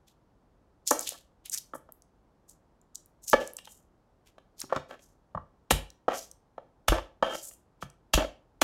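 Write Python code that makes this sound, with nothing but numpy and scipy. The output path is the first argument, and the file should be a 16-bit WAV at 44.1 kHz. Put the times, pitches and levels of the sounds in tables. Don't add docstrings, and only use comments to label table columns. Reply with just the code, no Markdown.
import sys
import numpy as np
from scipy import signal
from scipy.fft import rfft, irfft, next_fast_len
from scipy.io import wavfile
from scipy.ndimage import uniform_filter1d, minimum_filter1d

SR = 44100
rng = np.random.default_rng(int(sys.argv[2]) if len(sys.argv) > 2 else 0)


def unload_audio(sound):
    columns = np.transpose(np.atleast_2d(sound))
    steps = np.round(np.clip(columns, -1, 1) * 32767)
    wavfile.write(sys.argv[1], SR, steps.astype(np.int16))


N = 380583
T = np.arange(SR * 3 // 8) / SR


def amp(db):
    return 10 ** (np.asarray(db) / 20)


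def unit(x):
    return x / np.sqrt(np.mean(x ** 2) + 1e-20)


def burst(x, size=88):
    return x / np.sqrt(uniform_filter1d(x ** 2, size=size).max() + 1e-20)


def along(points, hz):
    f, v = np.transpose(points)
    return np.interp(np.log(hz + 1), np.log(f), v)


def filtered(x, response):
    size = next_fast_len(len(x) + 8192)
    spectrum = rfft(x, size) * response(np.fft.rfftfreq(size, 1 / SR))
    return irfft(spectrum, size)[:len(x)]


def coloured(x, spectrum):
    return unit(filtered(x, lambda hz: amp(along(spectrum, hz))))


def add(track, s, x):
    start = max(round(s * SR), 0)
    track[start:start + len(x)] += x[:max(len(track) - start, 0)]


def grains(per_s, spread_db):
    chance = rng.random(len(T))
    size = rng.standard_normal(len(T))
    sign = rng.choice([-1, 1], len(T))
    return (chance < per_s / SR) * sign * amp(spread_db * np.clip(size, -2, 2))


def ring(modes, scatter_db, attack_s, spot_hz=1000, favour_db=0, bright_db=0):
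    hz, db, t60 = np.transpose(modes)[:, :, None]
    db = db + scatter_db * rng.standard_normal(hz.shape)
    db = db + favour_db * np.exp(-(np.log(hz / spot_hz) / 0.14) ** 2)
    db = db + bright_db * np.maximum(np.log2(hz / 1200), 0)
    onset = 1 - np.exp(-(T / attack_s) ** 2 * hz / np.median(hz))
    wave = np.sin(2 * np.pi * (hz * T + rng.random(hz.shape)))
    return np.sum(amp(db - 60 * T / t60) * onset * wave, axis=0)


def puff(spectrum, t60):
    noise = coloured(rng.standard_normal(len(T)), spectrum)
    return burst(noise * amp(-60 * T / t60) * (1 - np.exp(-T / 0.0043)))


# t/s, level/dB, favoured f/Hz at the spot struck, edge click level/dB re blow, heel level/dB re blow,
# counter level/dB, slide length/s, slide level/dB, steel level/dB re slide, skins level/dB
KNIFE_STROKES = [(0.91, -10, 1128, -23.5, -10, -66, .11, -42, -16.5, -43),
                 (3.331, -8, 828.7, -14, 0, -46, 0.089, -50, -7.5, -52),
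                 (4.724, -14, 595, -28, -15, -71, 0.054, -39, -43, -79.5),
                 (6.081, -13, 614, -29.5, -12, -62.5, 0.089, -35.5, -15, -42),
                 (7.225, -11.5, 663, -22.5, -9.5, -48, 0.13, -33.5, -9, -45)]
HEEL_DELAY_S, SLIDE_DELAY_S = .007, .015


def strokes(ping_db=4):
    out = np.zeros(N)
    for (s, db, spot_hz, edge_db, heel_db, counter_db,
         slide_s, slide_db, steel_db, skins_db) in KNIFE_STROKES:
        tip = knock(spot_hz, thud_db=-21.5, edge_db=edge_db, favour_db=4.5)
        heel = knock(spot_hz=530, thud_db=-23, edge_db=-17.5, favour_db=7.5)
        drawn = slide(slide_s - SLIDE_DELAY_S, steel_db, spot_hz=1350, favour_db=6.5)
        rustle = crunch(rise_s=slide_s / 2, fall_s=0.091, low_hz=5300)
        add(out, s, amp(db) * tip + amp(counter_db) * thump(spot_hz=38))
        add(out, s + HEEL_DELAY_S, amp(db + heel_db) * heel)
        add(out, s, amp(slide_db + steel_db + ping_db) * ping(free_s=slide_s))
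        add(out, s + SLIDE_DELAY_S, amp(slide_db) * drawn)
        add(out, s, amp(skins_db) * rustle)
    return out


# t/s, level/dB, favoured f/Hz at the spot struck, edge click level/dB re blow, flesh level/dB,
# husk level/dB, counter level/dB, follow-through level/dB
PALM_SMASHES = [(5.708, -11, 625, -10.5, -19, -21, -27.5, -38),
                (6.882, -11, 1260, -13, -23.5, -31, -21.5, -15),
                (8.137, -15.5, 1110, -4.5, -19, -28.5, -21, -16),
                (8.616, -12, 1300, -10.5, -21.5, -36, -31.5, -25)]
COLLAPSE_S = .038
LOW_PART_DELAY_S = .007


def smashes(ping_db=-37, jolt_db=-36, slap_db=-3, low_part_db=-5, grind_db=-14):
    out = np.zeros(N)
    for s, db, spot_hz, edge_db, flesh_db, husk_db, counter_db, follow_db in PALM_SMASHES:
        blow = knock(spot_hz, thud_db=-13, edge_db=edge_db, favour_db=4.0)
        flesh = crunch(rise_s=0.0045, fall_s=0.014, low_hz=2830)
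        husk = crunch(rise_s=0.0037, fall_s=.009, low_hz=8700)
        jolt = thump(spot_hz=137, spread_octaves=0.83)
        slap = knock(spot_hz=585, thud_db=2, edge_db=-14.5, favour_db=9.5)
        low_part = knock(spot_hz=330, thud_db=-7, edge_db=-14.5, favour_db=12.5)
        grind = slide(length_s=0.068, steel_db=-47.5, spot_hz=630, favour_db=5.5)
        low_part_s = s + COLLAPSE_S + LOW_PART_DELAY_S
        add(out, s, amp(db) * blow + amp(ping_db) * ping(free_s=.012))
        add(out, s - .007, amp(flesh_db) * flesh)
        add(out, s - .004, amp(husk_db) * husk)
        add(out, s + 0.0048, amp(counter_db) * thump(spot_hz=54.5) + amp(jolt_db) * jolt)
        add(out, s + COLLAPSE_S, amp(follow_db + slap_db) * slap)
        add(out, low_part_s, amp(follow_db + low_part_db) * low_part)
        add(out, low_part_s, amp(follow_db + grind_db) * grind)
    return out


# f/Hz, relative level/dB, t60/s
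BOARD_MODES = [(258, -14.5, 0.18), (311, -12.5, 0.1), (450, -13.5, 0.0087), (534, -1.5, 0.043),
               (640, -1, 0.037), (721, 0, 0.024), (874, -3.5, 0.049), (1034, -11, .06),
               (1152.4, -2.5, 0.037), (1307.3, -1.5, 0.032), (1553, -9, 0.042), (1725.5, -9.5, 0.072),
               (1877, -19, 0.17), (2277, -22.5, 0.27)]
# f/Hz, relative level/dB, t60/s
BLADE_MODES = [(2870, -5, .12), (3159, 0, .22), (3342, -5, .1), (3650, -10, .06), (4060, -17, .12),
               (6510, -17, .08), (9300, -29, .12), (10350, -24, .12)]
# f/Hz, relative level/dB
THUD_SPECTRUM = [(60, -31.5), (140, -14.5), (230, 1), (320, 4.5), (420, -12), (900, -42), (3000, -90)]
# f/Hz, relative level/dB
EDGE_SPECTRUM = [(900, -29), (1800, -1), (3200, 0.5), (4300, -8), (6500, -9.5), (10000, -24), (16000, -26)]


def knock(spot_hz, thud_db, edge_db, favour_db, wood_db=-5, body_db=-6, click_db=-3,
          press_s=0.013, damped_db=-13, hardness=0.67):
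    damping = amp(damped_db * (1 - np.exp(-(T / press_s) ** 4)))
    bright = hardness * (edge_db + 14.5)
    wood = ring(BOARD_MODES, scatter_db=2.5, attack_s=0.0011, spot_hz=spot_hz,
                favour_db=favour_db, bright_db=bright)
    wood = burst(wood * damping, size=400)
    steel = burst(ring(BLADE_MODES, scatter_db=3, attack_s=.0005) * damping)
    click = puff(EDGE_SPECTRUM, t60=0.017) + amp(-20) * steel
    thud = puff(THUD_SPECTRUM, t60=0.033)
    return amp(wood_db) * wood + amp(thud_db + body_db) * thud + amp(edge_db + click_db) * click


def slide(length_s, steel_db, spot_hz, favour_db, fade_s=0.0033):
    slips = grains(per_s=1700, spread_db=7.5)
    board = ring(BOARD_MODES, scatter_db=2.5, attack_s=0.00033, spot_hz=spot_hz, favour_db=favour_db)
    blade = ring(BLADE_MODES, scatter_db=1.5, attack_s=.001)
    wood = unit(signal.fftconvolve(slips, board)[:len(T)])
    steel = unit(signal.fftconvolve(slips, blade)[:len(T)])
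    scrape = coloured(slips, EDGE_SPECTRUM)
    stroke = (1 - np.exp(-T / 0.0037)) * np.exp(-np.maximum(T - length_s, 0) / fade_s) * amp(-35 * T)
    return stroke * (wood + amp(steel_db) * steel + amp(-15) * scrape)


def ping(free_s):
    return burst(ring(BLADE_MODES, scatter_db=5.0, attack_s=.0005) * np.exp(-(T / free_s) ** 2), size=400)


# f/Hz, relative level/dB, t60/s
COUNTER_MODES = [(36, 2.5, 0.12), (49, -5, .26), (80, -5, 0.23), (123.55, -1, .15), (143.3, 0, 0.18),
                 (199, -5, 0.12)]


def thump(spot_hz, spread_octaves=0.35):
    modes = []
    for hz, level, t60 in COUNTER_MODES:
        off_spot = np.log2(hz / spot_hz) / spread_octaves
        modes.append((hz, level - 20 * np.log10(1 + off_spot ** 2), t60))
    return burst(ring(modes, scatter_db=0.0, attack_s=0.0063), size=900)


# t/s, level/dB, favoured f/Hz at the spot struck, thud level/dB re touch,
# edge click level/dB re touch, counter level/dB
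LIGHT_TAPS = [(1.12, -39.5, 530, -28, -25, -83), (1.735, -29.5, 1122, -18, -30, -70),
              (1.75, -33, 508, -18, -32.5, -65), (1.889, -45.5, 647, -25, -28, -71),
              (3.586, -48, 1060, -27, 4, -84), (3.673, -43, 852, -23, -5.5, -83),
              (4.381, -43, 624, -28, -14, -83.5), (4.638, -45, 440, 9.5, -43, -58),
              (4.761, -22.5, 1105, -5, -13, -40.5), (4.909, -34.5, 490, -34, -13.5, -69.5),
              (4.992, -58.5, 536, -14, 0.5, -79.5), (5.348, -25, 1133, -19, -35, -38),
              (5.374, -26, 1135, -28, -40, -42.5), (6.579, -29.5, 749, -27, -30.5, -67),
              (7.511, -54.5, 640, -20.5, -3.5, -80.5), (7.824, -28, 1267, -18, -14.5, -45)]


def taps(ping_db=-6):
    out = np.zeros(N)
    for s, db, spot_hz, thud_db, edge_db, counter_db in LIGHT_TAPS:
        touch = knock(spot_hz, thud_db, edge_db, favour_db=10)
        touch = touch + amp(edge_db + ping_db) * ping(free_s=0.00726)
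        add(out, s, amp(db) * touch + amp(counter_db) * thump(spot_hz=168, spread_octaves=1.1))
    return out


# start t/s, length/s, level/dB, favoured f/Hz at the spot rubbed, favour level/dB
EDGE_DRAGS = [(1.12, 0.041, -52, 1700, 6), (3.403, 0.034, -33.5, 527, 24), (3.439, .067, -50, 526, 14),
              (4.691, 0.045, -47, 1200, 1), (4.751, 0.032, -40.5, 1100, -0.5), (4.89, 0.064, -47, 1500, 4)]


def drags():
    out = np.zeros(N)
    for s, length_s, db, spot_hz, favour_db in EDGE_DRAGS:
        add(out, s, amp(db) * slide(length_s, steel_db=-66, spot_hz=spot_hz, favour_db=favour_db))
    return out


# t/s at the height, level/dB, length/s, lowest resonance f/Hz
CRUNCHES_AND_SQUEAKS = [(0.08, -65.5, 0.065, 3480), (0.878, -33, 0.055, 5100), (0.909, -15.5, 0.0085, 6540),
                        (1.074, -34, .03, 3700), (1.082, -44, 0.14, 3430), (1.459, -50, 0.047, 3040),
                        (1.531, -31.5, 0.054, 6170), (1.539, -47.5, 0.056, 1720),
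                        (1.578, -38.5, 0.018, 4700), (1.75, -52.5, 0.048, 9040), (2.494, -56.5, .06, 6530),
                        (2.951, -47.5, 0.018, 6800), (3.237, -49, 0.051, 7000), (3.283, -35, 0.055, 5900),
                        (3.313, -33, 0.03, 5500), (3.584, -44.5, 0.011, 3340), (3.654, -56.5, 0.059, 3300),
                        (3.707, -56.5, 0.14, 7490), (4.269, -64, 0.063, 2510), (4.594, -45.5, 0.07, 4370),
                        (4.619, -38.5, .02, 1400), (4.903, -64.5, 0.084, 3800), (5.026, -63, .14, 5960),
                        (7.442, -42.5, .13, 8200), (7.82, -50.5, 0.042, 3370)]
CRUNCH_RISE_SHARE = 0.24


def crunches():
    out = np.zeros(N)
    for s, db, length_s, low_hz in CRUNCHES_AND_SQUEAKS:
        rise_s = CRUNCH_RISE_SHARE * length_s
        add(out, s - 2 * rise_s, amp(db) * crunch(rise_s, length_s - rise_s, low_hz))
    return out


# f/Hz, relative level/dB
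SKIN_SPECTRUM = [(1000, 4.5), (3200, -1), (4500, -4), (7000, 0), (9000, -6.5), (12500, -5), (16000, -18.5)]


def crunch(rise_s, fall_s, low_hz, edge_width=0.48, shape=1.5, clump_db=3, clumps_per_s=170):
    height_s = 2 * rise_s
    swell = np.exp(-2 * np.maximum((height_s - T) / rise_s, (T - height_s) / fall_s) ** shape)
    unevenness = np.interp(T * clumps_per_s, np.arange(len(T)), rng.standard_normal(len(T)))
    crackle = coloured(amp(clump_db * unevenness) * grains(per_s=2200, spread_db=3), SKIN_SPECTRUM)

    def piece(hz):
        radiation = hz / np.hypot(hz, .5 * low_hz)
        return radiation * hz ** 2 / np.hypot(low_hz ** 2 - hz ** 2, edge_width * low_hz * hz)

    return swell * unit(filtered(crackle, piece))


# t/s, level/dB before the common level_db, centre f/Hz
FLAKE_SNAPS = [(0.8757, -10.5, 7350), (0.9104, -6.5, 7460), (0.9931, -12.5, 7200), (1.009, -20.5, 11000),
               (1.0909, -15, 7700), (1.4584, -28, 10150), (1.497, -20.5, 7620), (1.5188, -28, 6920),
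               (1.5342, -23, 6830), (1.5462, -15, 6880), (1.5755, -19.5, 5620), (1.5845, -26, 10400),
               (1.922, -31.5, 12100), (2.0213, -43, 6320), (2.496, -36, 7430), (2.815, -49.5, 7420),
               (2.9555, -22.5, 6200), (3.0595, -43, 10950), (3.2988, -15.5, 11900), (3.475, -26.5, 7330),
               (3.5343, -32.5, 11100), (3.5676, -22.5, 7080), (4.6029, -22, 8920), (4.616, -20, 5680),
               (5.9032, -35.5, 5110), (6.314, -31.5, 6950), (7.9006, -41, 6230)]


def snaps(level_db=-9, width_octaves=0.37, bass_cut_hz=3500):
    out = np.zeros(N)
    click = amp(-60 * T / .008) * (1 - np.exp(-T / .0002))
    for s, db, pitch_hz in FLAKE_SNAPS:
        def colour(hz):
            peak = 1 / (1 + (np.log2((hz + 1) / pitch_hz) / width_octaves) ** 2)
            return peak * hz ** 2 / (hz ** 2 + bass_cut_hz ** 2)

        snap = burst(filtered(rng.standard_normal(len(T)) * click, colour))
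        add(out, s, amp(db + level_db) * snap)
    return out


# f/Hz, t60/s
ECHO_T60 = [(60, .25), (250, .3), (550, .36), (1500, .32), (5000, .28), (9000, .24), (16000, .2)]
# f/Hz, level/dB
ECHO_LEVEL = [(60, -16.5), (250, -8.5), (550, -10), (1200, -16), (3000, -6), (7000, -10.5), (16000, -10)]


def kitchen(x, piece_count=16):
    out = np.zeros(N)
    for piece in np.array_split(np.arange(N), piece_count):
        hz, t, z = signal.stft(rng.standard_normal(len(T)), SR, nperseg=256)
        decay = amp(-60 * t / along(ECHO_T60, hz)[:, None]) * (1 - np.exp(-(t / .008) ** 2))
        energy = np.mean(decay ** 2, axis=1, keepdims=True) * len(T)
        decay *= amp(along(ECHO_LEVEL, hz))[:, None] / np.sqrt(energy)
        tail = signal.istft(z * decay, SR, nperseg=256)[1]
        add(out, piece[0] / SR, signal.fftconvolve(x[piece], tail))
    return out


# f/Hz, relative level/dB
VENT_SPECTRUM = [(12, -40), (22, -18), (45, -4), (80, -11), (150, -13), (300, -15.5), (500, -19),
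                 (900, -21.5), (1500, -31), (2400, -41), (6000, -46), (16000, -58)]


def ventilation(level_db=-66):
    return amp(level_db) * coloured(rng.standard_normal(N), VENT_SPECTRUM)


def scene(skin_echo_db=-4):
    board = strokes() + smashes() + taps() + drags()
    skins = crunches() + snaps()
    echo = kitchen(board + amp(skin_echo_db) * skins)
    return (board + skins + echo + ventilation())[None]


TOP_HZ = 16000


def record(dry):
    ceiling = .5
    needed = ceiling / np.maximum(np.abs(dry[0]), ceiling)
    gain = uniform_filter1d(minimum_filter1d(needed, size=89), size=89)
    return filtered(dry[0] * gain, lambda hz: np.clip((TOP_HZ - hz) / 300 + .5, 0, 1))[None]


dry = scene()
out = record(dry)
unload_audio(out)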